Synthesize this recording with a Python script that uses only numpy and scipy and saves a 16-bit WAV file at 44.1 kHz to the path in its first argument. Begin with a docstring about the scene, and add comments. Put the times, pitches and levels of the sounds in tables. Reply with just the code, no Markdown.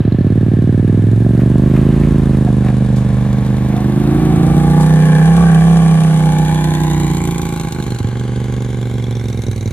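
"""Twin-cylinder engine of a side-by-side buggy: uneven firings boom in the exhaust, ring pipes and casing.
Each firing spits gas over a steady hiss and crackles at the tailpipe; all sources are synthesized.
The buggy pulls away on tarmac, turns, passes close by and rolls off; pitch, tone and level follow.
Filtered noise makes tyre rumble, scrubs and grit; closed throttle makes firing uneven; two pops thud late."""
import sys
import numpy as np
from scipy import signal
from scipy.fft import rfft, irfft, next_fast_len
from scipy.io import wavfile
from scipy.ndimage import uniform_filter1d

SR = 44100
rng = np.random.default_rng(int(sys.argv[2]) if len(sys.argv) > 2 else 0)


def persist_wave(psi):
    """Save psi, clipped to +-1, as 16-bit WAV."""
    counts = np.round(np.clip(psi, -1, 1) * 32767).astype(np.int16)
    wavfile.write(sys.argv[1], SR, np.atleast_2d(counts).T)


N = 428652
TIME_S = np.arange(N) / SR

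# engine speed: t/s, four-stroke cycles/(1/s)
SPEED_PER_S = [(0.0, 12.72), (0.32, 18.51), (0.78, 19.47), (1.2, 22.67), (1.7, 25.8), (2.03, 27.67),
               (2.2, 26.93), (2.52, 25.08), (3.15, 24.84), (3.95, 25.62), (4.17, 28.38), (4.38, 27.87),
               (4.56, 30.28), (4.68, 29.88), (4.86, 31.38), (5.17, 31.1), (5.28, 33.18), (5.41, 33.94),
               (5.52, 32.24), (5.7, 33.47), (5.92, 32.27), (6.35, 31.13), (6.55, 31.24), (6.85, 30.88),
               (7.3, 28.05), (7.58, 27.57), (8.02, 23.63), (8.2, 24.35), (8.55, 24.46), (9.17, 23.16),
               (9.72, 19.88)]
# exhaust loudness: t/s, level/dB
EXHAUST_DB = [(0.0, -10.5), (1.62, -8), (3.71, -13), (4.87, -6.5), (5.71, -6), (6.06, -8.5), (6.33, -10),
              (6.66, -13), (7.01, -12.5), (7.6, -20), (7.9, -19), (8.07, -19), (8.18, -17), (9.72, -17.5)]
# the pass: t/s, side facing us (0 front quarter, 1 nose, 2 front wheel, 3 flank, 4 rear quarter, 5 tail),
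# distance/m
PASS = [(0, 0, 8.8), (2.05, 0, 7.4), (2.6, .6, 6), (3.2, 1, 4.66), (3.6, 1.2, 4.4), (4.15, 2, 4),
        (4.6, 2.3, 3.15), (5.1, 3, 2.74), (6.0, 3, 2.8), (6.8, 4, 4), (7.4, 4.5, 5.3), (8.2, 5, 6.8),
        (9.72, 5, 9.7)]
# throttle closures: t/s, length/s, depth (0-1)
LIFTS = [(2.044, .4, 0.05), (6.97, 1.05, 0.59), (9.15, .6, 0.6)]

# silencer body tone from each side: f/Hz, relative level/dB
BODY_FRONT_QUARTER = [(80, -10), (120, 5.5), (165, 5), (205, 3.5), (250, 1.5), (305, -3), (365, -3.5),
                      (430, -13), (500, -16), (580, -16), (700, -29), (1100, -48)]
BODY_NOSE = [(80, -11.5), (120, 9.5), (165, -4.5), (205, 4), (250, -8.5), (305, -6.5), (365, -26.5),
             (430, -10.5), (500, -14), (580, -14), (700, -21), (1100, -51)]
BODY_FRONT_WHEEL = [(80, -30), (120, -0.5), (165, -2.5), (205, -1.5), (250, -7.5), (305, -1.5), (365, -3),
                    (430, -45), (500, -22), (580, -37), (700, -56), (1100, -51)]
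BODY_FLANK = [(80, -37), (120, -1), (165, 18), (205, 2), (250, 1), (305, -22), (365, -5.5), (430, -10),
              (500, -3.5), (580, -30.5), (700, -17.5), (1100, -38)]
BODY_REAR_QUARTER = [(80, -8.5), (120, -5.5), (165, 15), (205, -6.5), (250, -3), (305, 0.5), (365, 2),
                     (430, -18.5), (500, -11.5), (580, -40), (700, -19), (1100, -53)]
BODY_TAIL = [(80, -6), (120, 8.5), (165, -11.5), (205, -1), (250, -4.5), (305, -15), (365, -7), (430, -11),
             (500, -12.5), (580, -20.5), (700, -34), (1100, -47)]
# silencer body from the six sides in turn: level/dB
BODY_DB = [-8, -11.5, 2, 16, 10, -6]
# small tailpipe radiates little deep bass: f/Hz, gain/dB
TAILPIPE_LOSS = [(28, -14), (58, 0)]
# weak or hard burns: t/s, change of strength/dB
MISFIRES = [(7.69, -14), (7.985, -11), (8.03, -17), (9.33, -5), (9.425, -7), (9.485, 8.5), (9.53, -4),
            (9.58, 2), (9.63, -5.5), (9.66, 4), (9.68, -1.5)]

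# pipe resonances: f/Hz, width/Hz, relative level/dB
PIPES = [(694, 34, 14.5), (860.3, 37, 16), (964, 250, 4), (1081, 39, 15.5)]
# engine casing resonances: f/Hz, width/Hz, relative level/dB
CASING = [(1510, 240, 9.5), (1700, 140, 2), (2100, 260, -7), (2350, 123, 5.5)]
# strongest pipe resonance, shifting as the buggy goes by: t/s, f/Hz, level/dB
HOWL = [(3.7, 684, -48), (4.15, 716, -34), (4.5, 770, -33.5), (4.8, 855, -20), (5.0, 833, -31),
        (5.2, 834, -23), (5.55, 730, -33), (5.75, 710, -42), (5.98, 816, -38), (6.29, 833, -22.5),
        (6.6, 856, -23.5), (6.96, 804, -37.5), (7.6, 836, -34.5), (8.2, 820, -44), (9.3, 757, -55)]
# higher pipe resonance, heard while the flank is near: t/s, f/Hz, level/dB
UPPER_HOWL = [(3.0, 1120, -57), (3.9, 1150, -48), (4.3, 1134, -36), (4.8, 1170, -32), (5.2, 1150, -54),
              (5.41, 1138, -25), (5.6, 1180, -42), (6.2, 1200, -42), (6.5, 1030, -33), (6.95, 1030, -37),
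              (7.6, 1010, -71)]
# casing rasp from the open engine bay: t/s, f/Hz, level/dB
RASP = [(4.5, 1690, -45), (4.92, 1720, -32), (5.2, 1650, -26), (5.4, 1620, -34), (5.5, 1570, -25),
        (5.65, 1700, -35.5), (6.2, 1680, -40), (6.56, 1770, -35.5), (7.0, 1920, -40.5), (7.5, 2104, -49)]

# gas and belt hiss ahead, beside, behind: f/Hz, relative level/dB
HISS_NOSE = [(1400, -27), (2600, -29.5), (3600, -6.5), (5300, -20.5), (7500, -18), (9800, -17),
             (12000, -28), (14000, -6), (15000, -25)]
HISS_FLANK = [(1400, -11.5), (2600, -7), (3300, -8), (5000, -16), (6200, -10), (8000, -12.5), (10000, -8.5),
              (12000, -29), (13800, 4), (15000, -44)]
HISS_TAIL = [(1400, -26), (2600, -6), (4000, -4.5), (5100, -15.5), (6400, -2), (7400, -0.5), (8700, -7),
             (10200, -2), (12000, -17.5), (13800, 9), (15000, -17)]
# firings that spit harder or softer: t/s, change of strength/dB
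HARD_SPITS = [(6.749, 7), (6.781, 2), (7.03, 2.5), (7.064, 5), (7.132, -1), (7.235, 6), (7.272, -1),
              (7.379, 5), (7.744, 6.5), (7.862, 0), (7.902, 6), (7.943, -1.5), (9.195, 7.5), (9.281, 6),
              (9.465, 14), (9.512, 6), (9.607, 0), (9.657, 5.5)]
# the two rings of the tailpipe mouth: t/s, f/Hz, level/dB
CRACKLE_LOW = [(0, 3870, -49), (.25, 4270, -53.5), (.5, 4200, -83), (5.8, 3500, -75), (6.55, 3400, -40.5),
               (6.95, 3770, -40.5), (7.3, 4180, -60), (7.95, 4160, -42), (8.25, 3400, -74),
               (9.0, 3360, -44), (9.6, 3940, -47)]
CRACKLE_HIGH = [(5.8, 6440, -73), (6.9, 6940, -39), (7.3, 7600, -36.5), (7.95, 8300, -51),
                (8.25, 6600, -76), (8.6, 6260, -50), (8.9, 5750, -57), (9.202, 5770, -47.5),
                (9.6, 6100, -46)]

# tyre and air rumble: f/Hz, relative level/dB
RUMBLE = [(15, -46), (35, -22), (62, 0), (150, -5), (300, -12.5), (600, -20), (1400, -27), (3000, -34),
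          (8000, -58)]
# rumble swells, in the turn and as the front wheel rolls by: t/s, 1/e half-length/s, level/dB
SWELLS = [(1.952, 0.45, -24), (4.35, 0.45, -21)]
# tyre scrubs: t/s, 1/e half-length/s, scrape level/dB, squeal level/dB
SCRUBS = [(1.407, 0.047, -39, -53), (1.778, 0.05, -35, -52), (2.046, 0.038, -38, -60),
          (2.338, 0.021, -35, -40), (2.482, 0.019, -47, -28), (2.68, 0.038, -35, -26.5),
          (3.77, 0.062, -36.5, -29)]
# rubber scraping on tarmac: f/Hz, relative level/dB
SCRAPE = [(500, -32), (1000, 11), (1700, 10.5), (2400, 7.5), (4000, -11), (9000, -16)]
# grit snapping under a tyre: t/s, onset level/dB
GRIT = [(2.961, -37.5), (3.448, -43), (4.807, -31)]
# afterfire in the silencer: t/s, impulse level/dB (the highest sets the peak)
POPS = [(8.005, -10.5), (8.048, -10)]

# laws of loudness: level/dB at 1 m and cruising speed, rise/dB per doubling of speed,
# flank/dB, behind/dB, closed throttle/dB
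BARK_LAW = (-24.5, 23, -2.5, 1.5, 0)
CLATTER_LAW = (-32.5, 7, 4, 8, 2)
HISS_LAW = (-33, 6.5, 3.5, 6.5, 2.5)
SIZZLE_LAW = (-32, 12, -0.5, 3.5, 8)
RUMBLE_LAW = (-12, -3.5, -5, -2, 0)

CRUISE_PER_S = 25
START_TURN, SECOND_FIRING = .333, .37  # in cycles
UNEVEN_DB, STUMBLE_DB = 0.6, 2.2  # spread of firing strength: open throttle, added when closed
CLOSE_S, REOPEN_S = 0.35, 0.072
# the boom rises with engine speed as the gas heats, and rings longer at high revs
BOOM_HZ_PER_CYCLE_PER_S, BOOM_LOWEST_HZ = 4.28, 109
BOOM_WIDTH_HZ, BOOM_NARROWING = 7.5, 1.8  # at cruising speed; halvings per doubling of speed
THUMP_DB, THUMP_RISE_DB = -23, 64.5  # at cruising speed; per doubling of speed
# burns go soft: onset, transition, change of body level, fractional drop of boom pitch
SOFT_S, SOFT_SPAN_S, SOFT_DB, SOFT_SINK = 9.12, .3, -9, .08
# spit share of gas flow power: at the front, added behind, added closed, lost per doubling of speed
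SPIT_SHARE, SPIT_BEHIND, SPIT_CLOSED, SPIT_BLUR = 0.34, 0.2, 0.36, 0.024
TAILPIPE_HEIGHT_M, MICROPHONE_HEIGHT_M, SOUND_M_PER_S = 0.831, 0.922, 343
LEAD_SAMPLES, LEAD_AT_S, LEAD_SPAN_S = 4.66, 5.61, 2.6  # left microphone ahead of right
CUTOFF_HZ = 15500


def from_db(db):
    """Amplitude ratio from decibels."""
    return 10 ** (np.asarray(db) / 20)


def at_time(rows, t=TIME_S):
    """Columns of a curve, interpolated at the given times."""
    s, *columns = np.transpose(rows)
    return [np.interp(t, s, column) for column in columns]


def at_hz(points, hz):
    """Spectrum gain, interpolated in dB over log frequency."""
    f, db = np.transpose(points)
    return from_db(np.interp(np.log(hz + 1), np.log(f), db))


def unit(x):
    """Scale to rms 1 along the last axis."""
    return x / np.sqrt(np.mean(x ** 2, axis=-1, keepdims=True) + 1e-20)


def even(x, size=5000):
    """Level the running rms to 1, slowly enough to leave single firings standing."""
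    power = np.mean(np.atleast_2d(x) ** 2, axis=0)
    running_power = uniform_filter1d(uniform_filter1d(power, size), size)
    return x / np.sqrt(running_power + 1e-14)


def band(x, low_hz, high_hz, order=2):
    """Butterworth band-pass."""
    edges_hz = [low_hz, min(high_hz, .45 * SR)]
    return signal.sosfilt(signal.butter(order, edges_hz, "band", fs=SR, output="sos"), x)


def noise(apart):
    """Stereo white noise; apart is the size of the unshared part."""
    mid, side = rng.standard_normal((2, N))
    return unit(mid + apart * side * [[1], [-1]])


def colour(x, spectrum):
    """Shape by a spectrum, then scale to rms 1."""
    size = next_fast_len(N)
    gain = at_hz(spectrum, np.fft.rfftfreq(size, 1 / SR))
    return unit(irfft(rfft(x, size) * gain, size)[..., :N])


def two_poles(hz, width_hz):
    """Pole radius and denominator of a damped resonance."""
    r = np.exp(-np.pi * width_hz / SR)
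    return r, [1, -2 * r * np.cos(2 * np.pi * hz / SR), r * r]


def resonate(x, modes):
    """Parallel resonances of alternating sign."""
    out = 0
    for k, (hz, width_hz, db) in enumerate(modes):
        r, poles = two_poles(hz, width_hz)
        gain = (-1) ** k * from_db(db) * (1 - r * r) / 2
        out = out + gain * signal.lfilter([1, 0, -1], poles, x + 1e-18)
    return out


def disperse(x, hz, width_hz):
    """All-pass: silencer chambers delay waves near their own pitch and spread each pulse."""
    _, poles = two_poles(hz, width_hz)
    return signal.lfilter(poles[::-1], poles, x)


def sweep(x, curve, width_hz):
    """Resonance following a curve: shift to zero frequency, low-pass, shift back, set level."""
    hz, db = at_time(curve)
    carrier = np.exp(2j * np.pi * np.cumsum(hz) / SR)
    low_pass = signal.butter(2, width_hz / 2, fs=SR, output="sos")
    slow = signal.sosfilt(low_pass, x / carrier + 1e-18)
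    return from_db(db) * even((slow * carrier).real)


def clicks(times, sizes):
    """Single-sample impulses at the given times."""
    out = np.zeros(N)
    out[np.clip((times * SR).astype(int), 0, N - 1)] = sizes
    return out


def fade(x, seconds):
    """Exponential decay after each click."""
    return signal.lfilter([1], [1, -np.exp(-1 / (seconds * SR))], x + 1e-18)


def facing(t, count):
    """Crossfade shares of neighbouring sides."""
    view = np.clip(at_time(PASS, t)[0], 0, count - 1)
    return [np.maximum(0, 1 - abs(view - k)) for k in range(count)]


def aspects():
    """Shares of front, flank and rear."""
    sides = facing(TIME_S, count=6)
    return sum(sides[:3]), sides[3], sum(sides[4:])


def revs(t=TIME_S):
    """Engine speed in doublings above cruising speed."""
    return np.log2(at_time(SPEED_PER_S, t)[0] / CRUISE_PER_S)


def closed(t=TIME_S):
    """Throttle closure: eases shut, holds, reopens quickly."""
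    total = 0
    for s, length_s, depth in LIFTS:
        closing = (t - s) / CLOSE_S
        reopening = 1 + (s + length_s - t) / REOPEN_S
        total = total + depth * np.clip(np.minimum(closing, reopening), 0, 1)
    return total


def loudness(law):
    """Gain from engine speed, throttle and facing side; falls as 1/distance."""
    db, rise_db, flank_db, behind_db, closed_db = law
    _, flank, behind = aspects()
    db = db + rise_db * revs() + flank_db * flank + behind_db * behind + closed_db * closed()
    return from_db(db) / at_time(PASS)[1]


def ground(x, bounce):
    """Tarmac returns a late copy; its comb notches move with distance."""
    n = np.arange(N)
    detour_m = 2 * TAILPIPE_HEIGHT_M * MICROPHONE_HEIGHT_M / at_time(PASS)[1]
    late = n - detour_m / SOUND_M_PER_S * SR
    return np.array([c + bounce * np.interp(late, n, c) for c in np.atleast_2d(x)])


def accents(times, rows):
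    """Gain per firing: the firing nearest each listed time stands out or falls short."""
    index = np.arange(len(times))
    return from_db(sum(db * (index == abs(times - s).argmin()) for s, db in rows))


def firings():
    """Times and cylinders of firings: the second follows about three eighths of a cycle after the first."""
    turns = START_TURN + np.cumsum(at_time(SPEED_PER_S)[0]) / SR
    due = (np.arange(int(turns[-1]) + 1)[:, None] + [0, SECOND_FIRING]).ravel()
    due = due[(due > turns[0]) & (due < turns[-1])]
    return np.interp(due, turns, TIME_S), due % 1 > 0


def exhaust(times, strength, thump_hz=58, skirt_hz=290, size=8192):
    """Each firing's pressure pulse rings the silencer: speed-following boom, body tone and sub-bass thump."""
    hz = np.fft.rfftfreq(size, 1 / SR) + 1
    t = times[:, None]
    soft = np.clip((t - SOFT_S) / SOFT_SPAN_S, 0, 1)

    centre_hz = np.maximum(BOOM_LOWEST_HZ, BOOM_HZ_PER_CYCLE_PER_S * at_time(SPEED_PER_S, t)[0])
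    centre_hz = centre_hz * (1 - SOFT_SINK * soft)
    width_hz = BOOM_WIDTH_HZ / 2 ** (BOOM_NARROWING * revs(t))
    resonance = 1 / np.hypot(1, (hz - centre_hz ** 2 / hz) / width_hz)
    boom = unit(resonance / (1 + (hz / skirt_hz) ** 4))
    thump = unit(1 / (1 + (2 * np.log2(hz / thump_hz)) ** 4))

    sides = [BODY_FRONT_QUARTER, BODY_NOSE, BODY_FRONT_WHEEL, BODY_FLANK, BODY_REAR_QUARTER, BODY_TAIL]
    shares = facing(t, count=6)
    body = unit(sum(share * at_hz(tone, hz) for share, tone in zip(shares, sides)))
    body_db = sum(share * db for share, db in zip(shares, BODY_DB))
    # no two burns are equally sharp
    body_db = body_db + 1.1 * rng.standard_normal(t.shape) + SOFT_DB * soft

    boom_db = at_time(EXHAUST_DB, t)[0]
    thump_db = THUMP_DB + THUMP_RISE_DB * revs(t)
    power = boom ** 2
    power = power + (from_db(thump_db - boom_db) * thump) ** 2
    power = power + (from_db(body_db - boom_db) * body) ** 2

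    # a passive pipe answers as early as it can: minimum phase
    cepstrum = irfft(np.log(power) / 2)[:, :size // 2]
    cepstrum[:, 1:] *= 2
    pulses = irfft(np.exp(rfft(cepstrum, size)))
    out = np.zeros(N + size)
    for start, pulse in zip((times * SR).astype(int), pulses * strength[:, None]):
        out[start:start + size] -= pulse

    spread = disperse(band(out[:N], 32.7, 944), hz=90, width_hz=110)
    tailpipe = colour(spread, TAILPIPE_LOSS)
    return from_db(at_time(EXHAUST_DB)[0]) * even(ground(tailpipe, bounce=0.2))


def spits(times, sizes, decay_s, rise_s=0.00011):
    """Gas flow envelope: a steady part and a burst at each firing, added as power."""
    _, _, behind = aspects()
    share = SPIT_SHARE + SPIT_BEHIND * behind + SPIT_CLOSED * closed() - SPIT_BLUR * revs()
    share = np.clip(share, 0, .98)
    bursts = even(fade(fade(clicks(times, sizes), decay_s), rise_s))
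    return np.sqrt(1 - share + share * bursts ** 2)


def bark(times, strength, second, casing_rough=7.1, rasp_rough=1.0, echo=0.92, echo_s=0.005134):
    """Steep pulse fronts and their turbulence ring the pipes and the casing."""
    sizes = strength * from_db(rng.normal(0, 1.0, len(times)) - 0.5 * second)
    # timing jitter smears the upper harmonics
    times = times + .00008 * rng.standard_normal(len(times))
    fronts = even(clicks(times, sizes) + clicks(times + echo_s, echo * sizes))
    flow = spits(times, sizes, decay_s=0.0016)
    turbulence = .33 * flow * noise(apart=.6)

    pipes = band(resonate(fronts + turbulence, PIPES), 477, 2500)
    pipes = even(ground(pipes, bounce=0.34))
    casing_drive = fronts + casing_rough * flow * noise(apart=0.72)
    casing = band(resonate(casing_drive, CASING), 1510, 3800)
    casing = even(ground(casing, bounce=0.46))

    howl = sweep(fronts + turbulence / 2, HOWL, width_hz=88)
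    howl = howl + sweep(fronts + turbulence, UPPER_HOWL, width_hz=140)
    rasp = sweep(fronts + rasp_rough * flow * noise(apart=0.74), RASP, width_hz=196)
    pipe_sound = (loudness(BARK_LAW) * pipes + howl) * from_db([[.5], [-.5]])
    return pipe_sound + loudness(CLATTER_LAW) * casing + rasp


def hiss(times, strength, second, spread_db=5.0):
    """Tailpipe gas spits over the steady rush of belt and intake; weak burns spit harder."""
    sizes = from_db(rng.normal(0, spread_db, len(times)) - 3.1 * second)
    sizes = sizes * accents(times, HARD_SPITS) / np.sqrt(strength)
    white = noise(apart=.4)
    white = white * spits(times, sizes, decay_s=0.0059, rise_s=0.00016)
    shares = aspects()
    tones = [HISS_NOSE, HISS_FLANK, HISS_TAIL]
    air = sum(share * colour(white, tone) for share, tone in zip(shares, tones))
    # only from behind is the tailpipe in plain view, with a clear ground reflection
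    air = ground(air, bounce=.28 * shares[2])
    low = even(band(air, 2760, 5130, order=3))
    sizzle = even(band(air, 5380, 11800, order=3))
    return loudness(HISS_LAW) * low + loudness(SIZZLE_LAW) * sizzle


def crackle(times, spread_db=3.5, decay_s=0.0035):
    """The crack of each spit, a decaying noise burst, rings the tailpipe mouth."""
    sizes = accents(times, HARD_SPITS) * from_db(rng.normal(0, spread_db, len(times)))
    cracks = fade(clicks(times, sizes), decay_s) * noise(apart=0.47)
    return sweep(cracks, CRACKLE_LOW, width_hz=240) + sweep(cracks, CRACKLE_HIGH, width_hz=810)


def slips(per_s=260, decay_s=0.0033):
    """Envelope of tread blocks that grip and let go at random."""
    releases = (rng.random(N) < per_s / SR) * rng.uniform(.4, 1, N)
    return unit(fade(releases, decay_s) + .1)


def tyres(squeal_hz=720, squeal_width_hz=45):
    """Knobbly tyres rumble as coloured noise, scrub with scrape and squeal, and snap grit."""
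    swells = sum(from_db(db) * np.exp(-((TIME_S - s) / length_s) ** 2) for s, length_s, db in SWELLS)
    out = np.hypot(loudness(RUMBLE_LAW), swells) * colour(noise(apart=.25), RUMBLE)

    scrape = colour(noise(apart=0.26), SCRAPE) * slips()
    squeal = unit(resonate(noise(apart=0.28), [(squeal_hz, squeal_width_hz, 0)]))
    for s, length_s, scrape_db, squeal_db in SCRUBS:
        near = abs(TIME_S - s) < 3 * length_s
        envelope = np.exp(-((TIME_S[near] - s) / length_s) ** 2)
        scrub = from_db(scrape_db) * scrape[:, near] + from_db(squeal_db) * squeal[:, near]
        out[:, near] += envelope * scrub

    s, db = np.transpose(GRIT)
    snaps = fade(clicks(s, from_db(db)), seconds=0.039)
    return out + snaps * unit(band(noise(apart=0.51), 2800, 10500))


def afterfire(pop_hz=98, width_hz=22):
    """Unburnt fuel goes off in the silencer: impulses ring a low resonance."""
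    s, db = np.transpose(POPS)
    thuds = resonate(clicks(s, -from_db(db)), [(pop_hz, width_hz, 0)])
    return from_db(db.max()) * band(thuds, 30, 410) / abs(thuds).max()


def scene():
    """Engine and tyres at two closely spaced microphones."""
    times, second = firings()
    spread_db = UNEVEN_DB + STUMBLE_DB * closed(times)
    strength = from_db(spread_db * rng.standard_normal(len(times)) + 1.32 * second)
    # uneven burns also come early or late
    times = times + .0001 * spread_db * rng.standard_normal(len(times))

    low = exhaust(times, strength * accents(times, MISFIRES)) + afterfire()
    low = low * from_db([[-1.5], [1.2]])
    high = bark(times, strength, second) + hiss(times, strength, second) + crackle(times)
    left, right = low + high + tyres()

    # sound reaches the left microphone first, most so near the closest approach
    lead = LEAD_SAMPLES * np.exp(-((TIME_S - LEAD_AT_S) / LEAD_SPAN_S) ** 2)
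    fine = signal.resample_poly(right, 4, 1)  # for fractional delay
    right = np.interp(np.arange(N) - lead, np.arange(4 * N) / 4, fine)
    return np.array([left, right])


def record(dry, top=0.81):
    """Round the highest peaks, then cut the top treble."""
    rounded = dry / (1 + (dry / top) ** 6) ** (1 / 6)
    return signal.sosfilt(signal.ellip(10, .1, 90, CUTOFF_HZ, fs=SR, output="sos"), rounded)


dry = scene()
out = record(dry)
persist_wave(out)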